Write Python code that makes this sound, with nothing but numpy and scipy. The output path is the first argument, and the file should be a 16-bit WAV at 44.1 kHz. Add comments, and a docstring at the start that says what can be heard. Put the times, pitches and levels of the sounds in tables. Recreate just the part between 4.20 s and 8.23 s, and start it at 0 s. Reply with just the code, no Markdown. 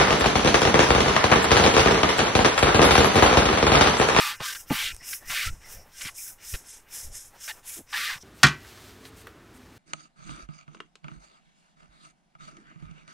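"""Outdoors, close to a mono camera microphone, a damp cloth is rubbed up and down a wooden oar: shaped noise hisses
with each stroke from the start, mostly muffled below 5 kHz, coming forward abruptly for moments of 13 to 260 ms.
A faint yard floor and breeze lie under it from the first moment, both coloured noise; from about 0.1 s gusts
and the flapping cloth rumble on the microphone, with single low thumps. The oar's ringing modes knock
clearly near 0.2 and 0.5 s, then fainter to the end; wet threads tick as bright noise bursts near 0.75 s."""
import sys
import numpy as np
from scipy import signal
from scipy.fft import rfft, irfft
from scipy.io import wavfile
from scipy.ndimage import uniform_filter1d

SR = 44100
rng = np.random.default_rng(int(sys.argv[2]) if len(sys.argv) > 2 else 0)


def wav_out(sig):
    """Save sig, one row per channel (or a flat mono array), as 16-bit PCM at SR to the path in sys.argv[1]."""
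    wavfile.write(sys.argv[1], SR, np.round(np.clip(np.atleast_2d(sig).T, -1, 1) * 32767).astype(np.int16))


N = 177723
T = np.arange(N) / SR
HZ = np.fft.rfftfreq(N, 1 / SR)

# Strokes, each lasting until the next begins: start_s, speed_up_ms, hold_ms, slow_down_roundness (1 = straight
# in dB), hiss at 6-9.5 kHz as turn_db, full_db, held_db, treble_gain_db (above 9.5 kHz, during the hold),
# band levels against the hiss (below_3k_db, 3k_to_5k_db, 5k_to_6k_db, 9k5_to_12k_db, above_12k_db),
# extra sinking as a share of the hiss's (low_speeding_up, low_slowing_down, top_speeding_up, top_slowing_down)
HAND_STROKES = [(-.1, 87, 103, 1.24, -62, -39, -39.5, -0.5, (-7.5, -21, -1.5, -2.5, -3),
                (-.4, -.5, .2, .05)),
                (0.186, 74, 146, 1.34, -62.5, -38.5, -48.5, 3.5, (-8.5, -16, -1, -4.5, -5),
                (-0.59, .8, 0.21, .3)),
                (0.464, 75.4, 113, 0.97, -70, -41, -39, -5.5, (-2.5, -11, -1, -0.5, 0.5),
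                (-0.15, .2, -0.14, .1)),
                (0.809, 75, 66, 0.98, -65, -41.5, -40.5, 3, (-8.5, -15, -1.5, -2, -2),
                (-0.69, .05, .6, .2)),
                (1.038, 77.5, 166, 0.44, -67.5, -39.5, -41, -3.5, (-3, -13, -1, -2.5, -1),
                (-0.25, .1, -0.0037, .3)),
                (1.411, 108, 5.3, 0.97, -66.5, -51, -48, 2, (-6, -11, -2, -3.5, -1), (-0.95, -.4, 1, .05)),
                (1.683, 142, 50, 0.92, -78.5, -42, -45, 6, (-4, -9.5, -1.5, -5.5, -11.5),
                (-0.13, 0.28, -0.37, .6)),
                (1.931, 51.4, 113, 1, -61.5, -42.5, -44.5, 2.5, (-15.5, -18.5, -5, -2.5, -4),
                (0.049, .05, 0.89, -.1)),
                (2.18, 110, 33, 1.26, -72, -42.5, -42, 2.5, (-10.5, -13, -2.5, -3.5, -4.5),
                (-0.74, -.1, .1, .5)),
                (2.441, 60, 39, 1.53, -62.5, -48, -48, -1, (-12.5, -13, -4, -4.5, -19),
                (-0.9, -.5, -.2, -.4)),
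                (2.662, 89, 88, 1.3, -84.5, -42, -46, -1, (-11.5, -13.5, -2.5, 0, -5.5),
                (-0.75, -.2, -0.23, .5)),
                (2.907, 49.6, 117, 1.3, -62, -42, -55, 3, (-15, -15.5, -4.5, -5, -17),
                (-0.35, -.5, -0.24, -.5)),
                (3.14, 105, 54, 0.77, -82, -42.5, -43, 4, (-10.5, -13, -2.5, -7.5, -8),
                (-0.54, -.2, .1, .1)), (3.421, 66, 94, 0.73, -70.5, -43.5, -44, -0.5, (-10, -12, -8, 0, -5),
                (-0.41, .05, 0.094, -.1)),
                (3.666, 95.5, 120, 2.3, -72.5, -41.5, -44, 0.7, (-2.5, -11.5, 0.5, -4.5, -4.5),
                (-0.27, .05, 0.21, 0.18)),
                (4.002, 25, 50, 1.1, -64.5, -57, -55, .3, (-16, -4.5, 6, -10, -15), (.05, .05, .1, .1))]
# Extra sinking shared by all strokes, rows 3-5, 5-6 and 9.5-12 kHz: speeding_up_share, slowing_down_share
BAND_SINKS = [(-.3, .1), (-.1, .05), (.15, 0.019)]
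# Part of the extra sinking of the nearer end of the spectrum taken on by those three bands: share
NEIGHBOUR_SHARES = [0.2, 0.078, 0.13]
# Moments the rub comes forward: start_s, end_s, level_db (1.3-3 kHz), softer_start_db, softer_end_db,
# mid_db (3-5 kHz against it), hand_hollow_from_hz, hand_hollow_to_hz, lift_from_db, lift_to_db (below 1.3 kHz),
# lowest band reached (first_hz, first_ms, then_hz, last_hz, last_ms)
FORWARD_MOMENTS = [(0.0, .165, -32.5, -5.5, 21.3, -1.5, 1910, 1630, 8, 10.5, (740, 100, 740, 950, 30.2)),
                   (.2, .338, -39, 5.5, 3, -0.5, 1520, 1950, 17, 4, (520, 30, 790, 620, 5)),
                   (.35, .372, -43, -15, 8.8, -4, 1660, 1670, 3, 5, (690, 5, 750, 950, 5)),
                   (.5, .722, -32.5, 7.5, 7.9, -5, 2100, 2430, 15.5, -13, (740, 161, 1110, 1200, 35.3)),
                   (.929, .942, -36.5, 8, 15, -4, 2250, 2050, -1, -8, (950, 5, 950, 950, 5)),
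                   (1.098, 1.301, -32, 2, 12.2, -3.5, 2160, 1950, 4, 1.5, (570, 51.6, 1080, 1190, 59.4)),
                   (1.808, 1.821, -39, 4, 4.9, -1, 1970, 2070, 5, 9.5, (890, 5, 860, 890, 5)),
                   (1.849, 1.9, -39, -2, 6.1, -4.5, 2160, 2050, -2, 10, (820, 31, 630, 610, 5)),
                   (2.34, 2.36, -39, -10, 3, -5.5, 2000, 1880, 2, -10, (270, 5, 210, 290, 5)),
                   (3.279, 3.322, -39.5, -6, 10, -1.5, 1970, 2000, 4, -8, (350, 5, 380, 430, 5)),
                   (3.728, 3.985, -32.5, 0.2, 19, -3, 1900, 1780, 8, 9, (740, 48, 1080, 740, 85.4))]
# Borders of the bands of the rub: edge_hz
BAND_EDGES_HZ = [150, 300, 450, 600, 780, 1000, 1130, 1250, 3050, 5000, 6100, 9500, 12000, 16000]
# Bending modes of the oar shaft: pitch_hz, width_hz, rubbed_db, struck_db (both relative)
SHAFT_MODES = [(138, 50, -30, -1), (278, 30, -20, -2), (510, 60, -20, -14), (650, 60, -16, -10),
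               (856, 22, -6, -4), (1012, 40, -8, -8), (1190, 35, 3, -16), (1378, 35, 3, -17),
               (1588, 45, 2, -19), (1800, 50, 3, -20), (2045, 60, 4, -22), (2290, 80, 3, -24),
               (2500, 70, 2, -26), (2815, 90, 2, -28), (3180, 90, -4, -30), (3525, 90, -4, -30)]
# Colour of cloth on grain: pitch_hz, density_db (per Hz, relative)
CLOTH_COLOUR = [(650, -13), (1100, -12.5), (1200, -11.5), (1480, -4), (2020, -6.5), (3600, -4),
                (4160, -3.5), (5420, -3), (9970, -4.5), (13300, -5), (15500, -7.5)]
# A narrow band of the rub swells and fades, or the cloth thuds: start_s, end_s, from_hz, to_hz, width_hz, level_db
NARROW_SWELLS = [(0, 0.064, 1234, 1214, 60, -35.5), (0.2, 0.223, 616, 517, 350, -42.5),
                 (0.205, 0.206, 1500, 1130, 150, -25), (0.262, 0.326, 1570, 1570, 50, -42.5),
                 (0.34, 0.379, 1620, 1570, 80, -46), (0.499, 0.53, 150, 130, 90, -35),
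                 (0.533, 0.722, 2930, 3430, 865, -34.5), (0.549, 0.655, 945, 960, 118, -51),
                 (0.764, 0.86, 5250, 5400, 500, -56.5), (0.792, 0.864, 1960, 2050, 200, -54),
                 (0.992, 1.11, 1820, 1950, 150, -55.5), (1.17, 1.224, 2750, 2040, 120, -34.5),
                 (1.231, 1.309, 1327, 1367, 60, -41), (1.395, 1.675, 5540, 5500, 500, -56),
                 (1.426, 1.503, 2050, 1970, 200, -56), (1.5, 1.71, 577, 576, 314, -59.5),
                 (2.036, 2.13, 1530, 1500, 150, -61), (1.961, 2.033, 2400, 2440, 200, -55),
                 (2.336, 2.364, 506, 500, 404, -47), (2.384, 2.44, 300, 300, 200, -61),
                 (2.677, 3, 500, 600, 400, -63), (3.28, 3.326, 1790, 1796, 91, -40),
                 (3.283, 3.324, 810, 750, 151, -48.5), (3.562, 3.627, 306, 267, 188, -48),
                 (3.735, 3.777, 1690, 1890, 80, -33), (3.808, 3.842, 2040, 2080, 80, -40),
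                 (3.858, 3.967, 860, 810, 302, -57), (3.859, 3.93, 2140, 1420, 121, -35)]
# Colour of the yard floor: pitch_hz, density_db (per Hz, relative)
YARD_COLOUR = [(71, -20), (120, 6.5), (160, 4), (734, 4), (864, 6), (1270, 3), (1590, 2), (4770, -12),
               (5280, -12), (11700, -11), (15500, -8)]
# Colour of wind on the microphone: pitch_hz, density_db (per Hz, relative)
RUMBLE_COLOUR = [(15, 3), (40, -5), (80, -5.5), (125, -13), (150, -19), (300, -32), (600, -39), (1200, -88)]
# Gusts and flaps of the cloth: peak_s, level_db, rise_ms, fall_ms (each for 20 dB)
GUST_ROWS = [(0.129, -72, 40, 50), (.215, -63, 60, 70), (.54, -47.5, 118, 120), (.652, -49, 20, 67),
             (.745, -47.5, 100, 86), (1.103, -46.5, 84, 92), (1.275, -32, 27, 126), (1.34, -56, 82, 49),
             (1.575, -43, 64, 70), (1.862, -48, 50, 50), (2.342, -29.5, 20, 25), (2.87, -43, 44, 90),
             (2.91, -47, 62, 54), (3.578, -61, 62, 43), (3.96, -51, 53, 53)]
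# Single low thumps, some falling with the knocks: centre_s, level_db, length_ms, signed_factor (scales the level)
LOW_PUSHES = [(0.21, -34, 2.1, 1), (0.5077, -22, 4.0, 0.65), (0.746, -32, 6.2, 0.74), (1.3, -34, 6.7, -1.4),
              (1.334, -28, 15, 0.84), (1.576, -36, 6.4, -1.1), (2.349, -26, 8.5, -0.83),
              (2.884, -39, 25, 0.77), (2.915, -40, 14, -0.95)]
# Blows on the oar: time_s, strength_db, contact_ms, place (0-1 along the shaft), stop_s (the ring breaks off abruptly)
OAR_BLOWS = [(.2035, -33.5, .35, .5, .222), (.2106, -42, .3, .5, .228), (.5008, -34, .3, .03, .529),
             (.5044, -29.5, .35, .03, .529), (.5079, -23.5, .4, .03, .529), (.5295, -41, .8, .03, .552),
             (.817, -52, .4, .3, .825), (1.855, -40, 1.4, .08, 1.872), (1.1, -38, 1.5, .4, 1.12),
             (3.958, -40, 1.5, .4, 3.98)]
# Wet threads snap: time_s, strength_db (relative)
THREAD_TICKS = [(0.747, -26.5), (0.7653, -28)]

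SPEED_UP = 1.35  # roundness of the speeding up
START_BEND, END_BEND = 15, 6.8  # higher keeps the softening nearer to each end of a forward moment
MID_EDGE_DB = -5.0  # further change of 3-5 kHz at both ends
BREEZE_DB, BREEZE_WANDER_DB, YARD_DB = -61.5, 0.5, -59.5
LOW_PASS_HZ = 15720


def amp(db):
    """Decibels to gain."""
    return 10 ** (np.asarray(db) / 20)


def evened(x):
    """Scales to rms 1."""
    return x / np.sqrt(np.mean(x ** 2) + 1e-20)


def coloured(x, points):
    """Weights the spectrum of x by a curve read on a log-frequency axis, at rms 1."""
    hz, db = np.transpose(points)
    curve_db = np.interp(np.log(HZ + 1), np.log(hz + 1), db)
    return evened(irfft(rfft(x) * amp(curve_db), N))


def resonate(x, hz, width):
    """Shifts the pitch hz down to zero, smooths, and shifts back: a resonance of gain 1."""
    turn = np.exp(2j * np.pi * np.cumsum(hz * np.ones(len(x))) / SR)
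    decay = np.exp(-np.pi * width / SR)
    return 2 * (turn * signal.lfilter([1 - decay], [1, -decay], x / turn)).real


def flutter(db, count):
    """Random gain that wanders by db over about count samples, with power 1."""
    wander = uniform_filter1d(rng.standard_normal(N), count)
    wander = uniform_filter1d(wander, count)
    return evened(amp(db * evened(wander)))


def bump(s, ms):
    """A smooth pulse of height 1 centred at s; ms spans two standard deviations."""
    return np.exp(-.5 * ((T - s) / (ms / 2000)) ** 2)


def stroking():
    """Hiss level and five bands tied to it: a stroke speeds up from its turn, holds, slows into the next turn."""
    levels = np.zeros((6, N))
    next_turns = [(row[0], row[4]) for row in HAND_STROKES[1:]] + [(T[-1] + 1, -80)]
    for stroke, (next_s, next_db) in zip(HAND_STROKES, next_turns):
        s, up_ms, hold_ms, slow_down, turn_db, full_db, held_db, gain_db, band_db, ends = stroke
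        t, hold_end = T - s, (up_ms + hold_ms) / 1000
        up = np.clip(t * 1000 / up_ms, 0, 1)
        hold = np.clip((t * 1000 - up_ms) / hold_ms, 0, 1)
        down = np.clip((t - hold_end) / max(next_s - s - hold_end, .01), 0, 1)
        early = (turn_db - full_db) * (1 - up) ** SPEED_UP
        late = (next_db - held_db) * down ** slow_down
        hiss_db = full_db + (held_db - full_db) * hold + early + late

        low_end, top_end = ends[:2], ends[2:]
        nearer_end = np.array([low_end, low_end, top_end])
        inner = np.array(BAND_SINKS) + np.array(NEIGHBOUR_SHARES)[:, None] * nearer_end
        rows = [hiss_db]
        for db, (up_share, down_share) in zip(band_db, [low_end, *inner, top_end]):
            rows.append(hiss_db + db + up_share * early + down_share * late)
        rows = np.array(rows)
        rows[4:] += gain_db * hold  # the two bands above 9.5 kHz
        levels = np.where(t >= 0, rows, levels)
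    return uniform_filter1d(levels, size=600, axis=1, mode="nearest")


def coming_forward():
    """Whether the rub is forward, its levels, the hollow of the hand and the lowest band that it reaches."""
    out, forward = np.zeros((5, N)), np.zeros(N, bool)
    for k, moment in enumerate(FORWARD_MOMENTS):
        start, end, db, start_db, end_db, mid_db, from_hz, to_hz, from_db, to_db, reach = moment
        first_hz, first_ms, then_hz, last_hz, last_ms = reach
        u = np.clip((T - start) / (end - start), 0, 1)
        early, late = (1 - u) ** START_BEND, u ** END_BEND
        near_db = db - start_db * early - end_db * late
        near_mid_db = mid_db + MID_EDGE_DB * (early + late)
        hand_hz = from_hz + (to_hz - from_hz) * u
        lift_db = from_db + (to_db - from_db) * u
        reach_hz = np.where(T < end - last_ms / 1000, then_hz, last_hz)
        reach_hz = np.where(T < start + first_ms / 1000, first_hz, reach_hz)
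        rows = [near_db, near_mid_db, hand_hz, lift_db, reach_hz]
        # settings change 4 ms ahead of the moment
        out = np.where((T >= start - .004) | (k == 0), rows, out)
        forward |= (T > start - 1 / SR) & (T < end)
    return forward, *out


def rub():
    """Fibres slip over the grain, ring the shaft and the cupped hand; each band is then muffled or let forward."""
    hiss_db, low_db, mid_db, *treble_db = stroking()
    forward, near_db, near_mid_db, hand_hz, lift_db, reach_hz = coming_forward()
    slips = rng.standard_normal(N) * flutter(0.66, count=40) * flutter(0.77, count=500)
    cloth = coloured(slips, [(200, -16), (700, -10.5)] + CLOTH_COLOUR)
    # the moving hand passes the nodes of each mode, so each waxes and wanes on its own
    shaft = np.zeros(N)
    for hz, width, rubbed_db, _ in SHAFT_MODES:
        shaft += amp(rubbed_db) * resonate(cloth * flutter(3.2, count=1500), hz, width)
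    hand = resonate(cloth, hand_hz, 550)
    spectrum = rfft(cloth + amp(8.0) * shaft + amp(8.0) * hand)

    bands = []
    for lo, hi in zip(BAND_EDGES_HZ, BAND_EDGES_HZ[1:]):
        band = irfft(spectrum * ((HZ >= lo) & (HZ < hi)), N)
        bands.append(band * flutter(0.86, count=350))  # folds of the cloth catch unevenly, band by band
    body = np.sqrt(np.mean(bands[7] ** 2))  # the low bands keep their natural share of the 1.3-3 kHz band
    out = np.zeros(N)
    for lo, band in zip(BAND_EDGES_HZ[:8], bands):
        share = uniform_filter1d(forward * (lo >= reach_hz) * 1., size=130, mode="nearest")
        forward_gain = amp(near_db + lift_db * (lo < BAND_EDGES_HZ[7]))
        out += band / body * (share * forward_gain + (1 - share) * amp(low_db))
    share = uniform_filter1d(forward * 1., size=130, mode="nearest")
    out += evened(bands[8]) * (share * amp(near_db + near_mid_db) + (1 - share) * amp(mid_db))
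    for band, db in zip(bands[9:], [treble_db[0], hiss_db, treble_db[1], treble_db[2]]):
        out += evened(band) * amp(db)
    return out


def swells():
    """Friction noise through one narrow gliding resonance, applied twice, that fades in and out."""
    out = np.zeros(N)
    for start, end, from_hz, to_hz, width, db in NARROW_SWELLS:
        inside = slice(round(max(start, 0) * SR), round(end * SR))
        size = len(T[inside])
        hz = np.linspace(from_hz, to_hz, size)
        note = resonate(rng.standard_normal(size), hz, width)
        note = resonate(note, hz, 2 * width)
        out[inside] += amp(db) * evened(note) * signal.windows.tukey(size, .6)
    return out


def yard():
    """Faint outdoor floor: coloured noise whose level drifts."""
    return amp(YARD_DB) * coloured(rng.standard_normal(N), YARD_COLOUR) * flutter(3.0, count=1500)


def wind():
    """Breeze and gusts rumble lumpily, with single smooth low thumps, some falling with the knocks."""
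    level = amp(BREEZE_DB) * flutter(BREEZE_WANDER_DB, count=2000)
    for s, db, up_ms, down_ms in GUST_ROWS:
        away = np.maximum((s - T) * 1000 / up_ms, (T - s) * 1000 / down_ms)
        level += amp(db - 20 * away)
    out = coloured(rng.standard_normal(N) * flutter(1.9, count=400), RUMBLE_COLOUR) * level
    for s, db, ms, factor in LOW_PUSHES:
        out += factor * amp(db) * bump(s, ms)
    return out


def knocks():
    """A short force pulse rings the modes: longer contact sounds duller, a mode struck at its node stays quiet."""
    out, t = np.zeros(N), T[:4096]
    thud_colour = [(60, -14), (180, 5.0), (380, -5.5), (800, -7.0), (1300, -2.5), (4000, -57)]
    for s, db, contact_ms, place, stop in OAR_BLOWS:
        # the dull wood between the modes, weaker for places further along and dying by 160 dB a second
        thud = coloured(rng.standard_normal(N), thud_colour)[:len(t)]
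        ring = thud * amp(-1.5 - 29.0 * place - 160 * t)
        for k, (hz, width, _, struck_db) in enumerate(SHAFT_MODES):
            reached = .1 + abs(np.cos(np.pi * k * place))
            ring += amp(struck_db) * reached * np.exp(-np.pi * width * t) * np.sin(2 * np.pi * hz * t)
        force = amp(db) * bump(s, contact_ms) / (contact_ms * SR / 1000)
        break_off = amp(-3000 * np.maximum(T - stop, 0))
        out += signal.oaconvolve(force, ring)[:N] * break_off
    # the knocks carry nothing below about 60 Hz
    return signal.sosfilt(signal.butter(2, 60, "high", fs=SR, output="sos"), out)


def ticks():
    """Wet threads snap as millisecond bursts of bright noise."""
    burst = np.zeros(N)
    for s, db in THREAD_TICKS:
        burst += amp(db) * (T >= s) * np.exp(-np.maximum(T - s, 0) / 0.00071)
    colour = [(2500, -12), (5000, -1), (9000, 0), (11500, -10), (13000, -30)]
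    return 0.49 * burst * coloured(rng.standard_normal(N), colour)


def scene():
    """One close microphone feeds both channels."""
    mono = rub() + swells() + yard() + wind() + knocks() + ticks()
    return np.tile(mono, (2, 1))


def record(dry):
    """Steep low-pass: the upper band limit of the sound."""
    taps = signal.firwin(1023, LOW_PASS_HZ, window=("kaiser", 9), fs=SR)
    return signal.oaconvolve(dry, taps[None], "same")


dry = scene()
out = record(dry)
wav_out(out)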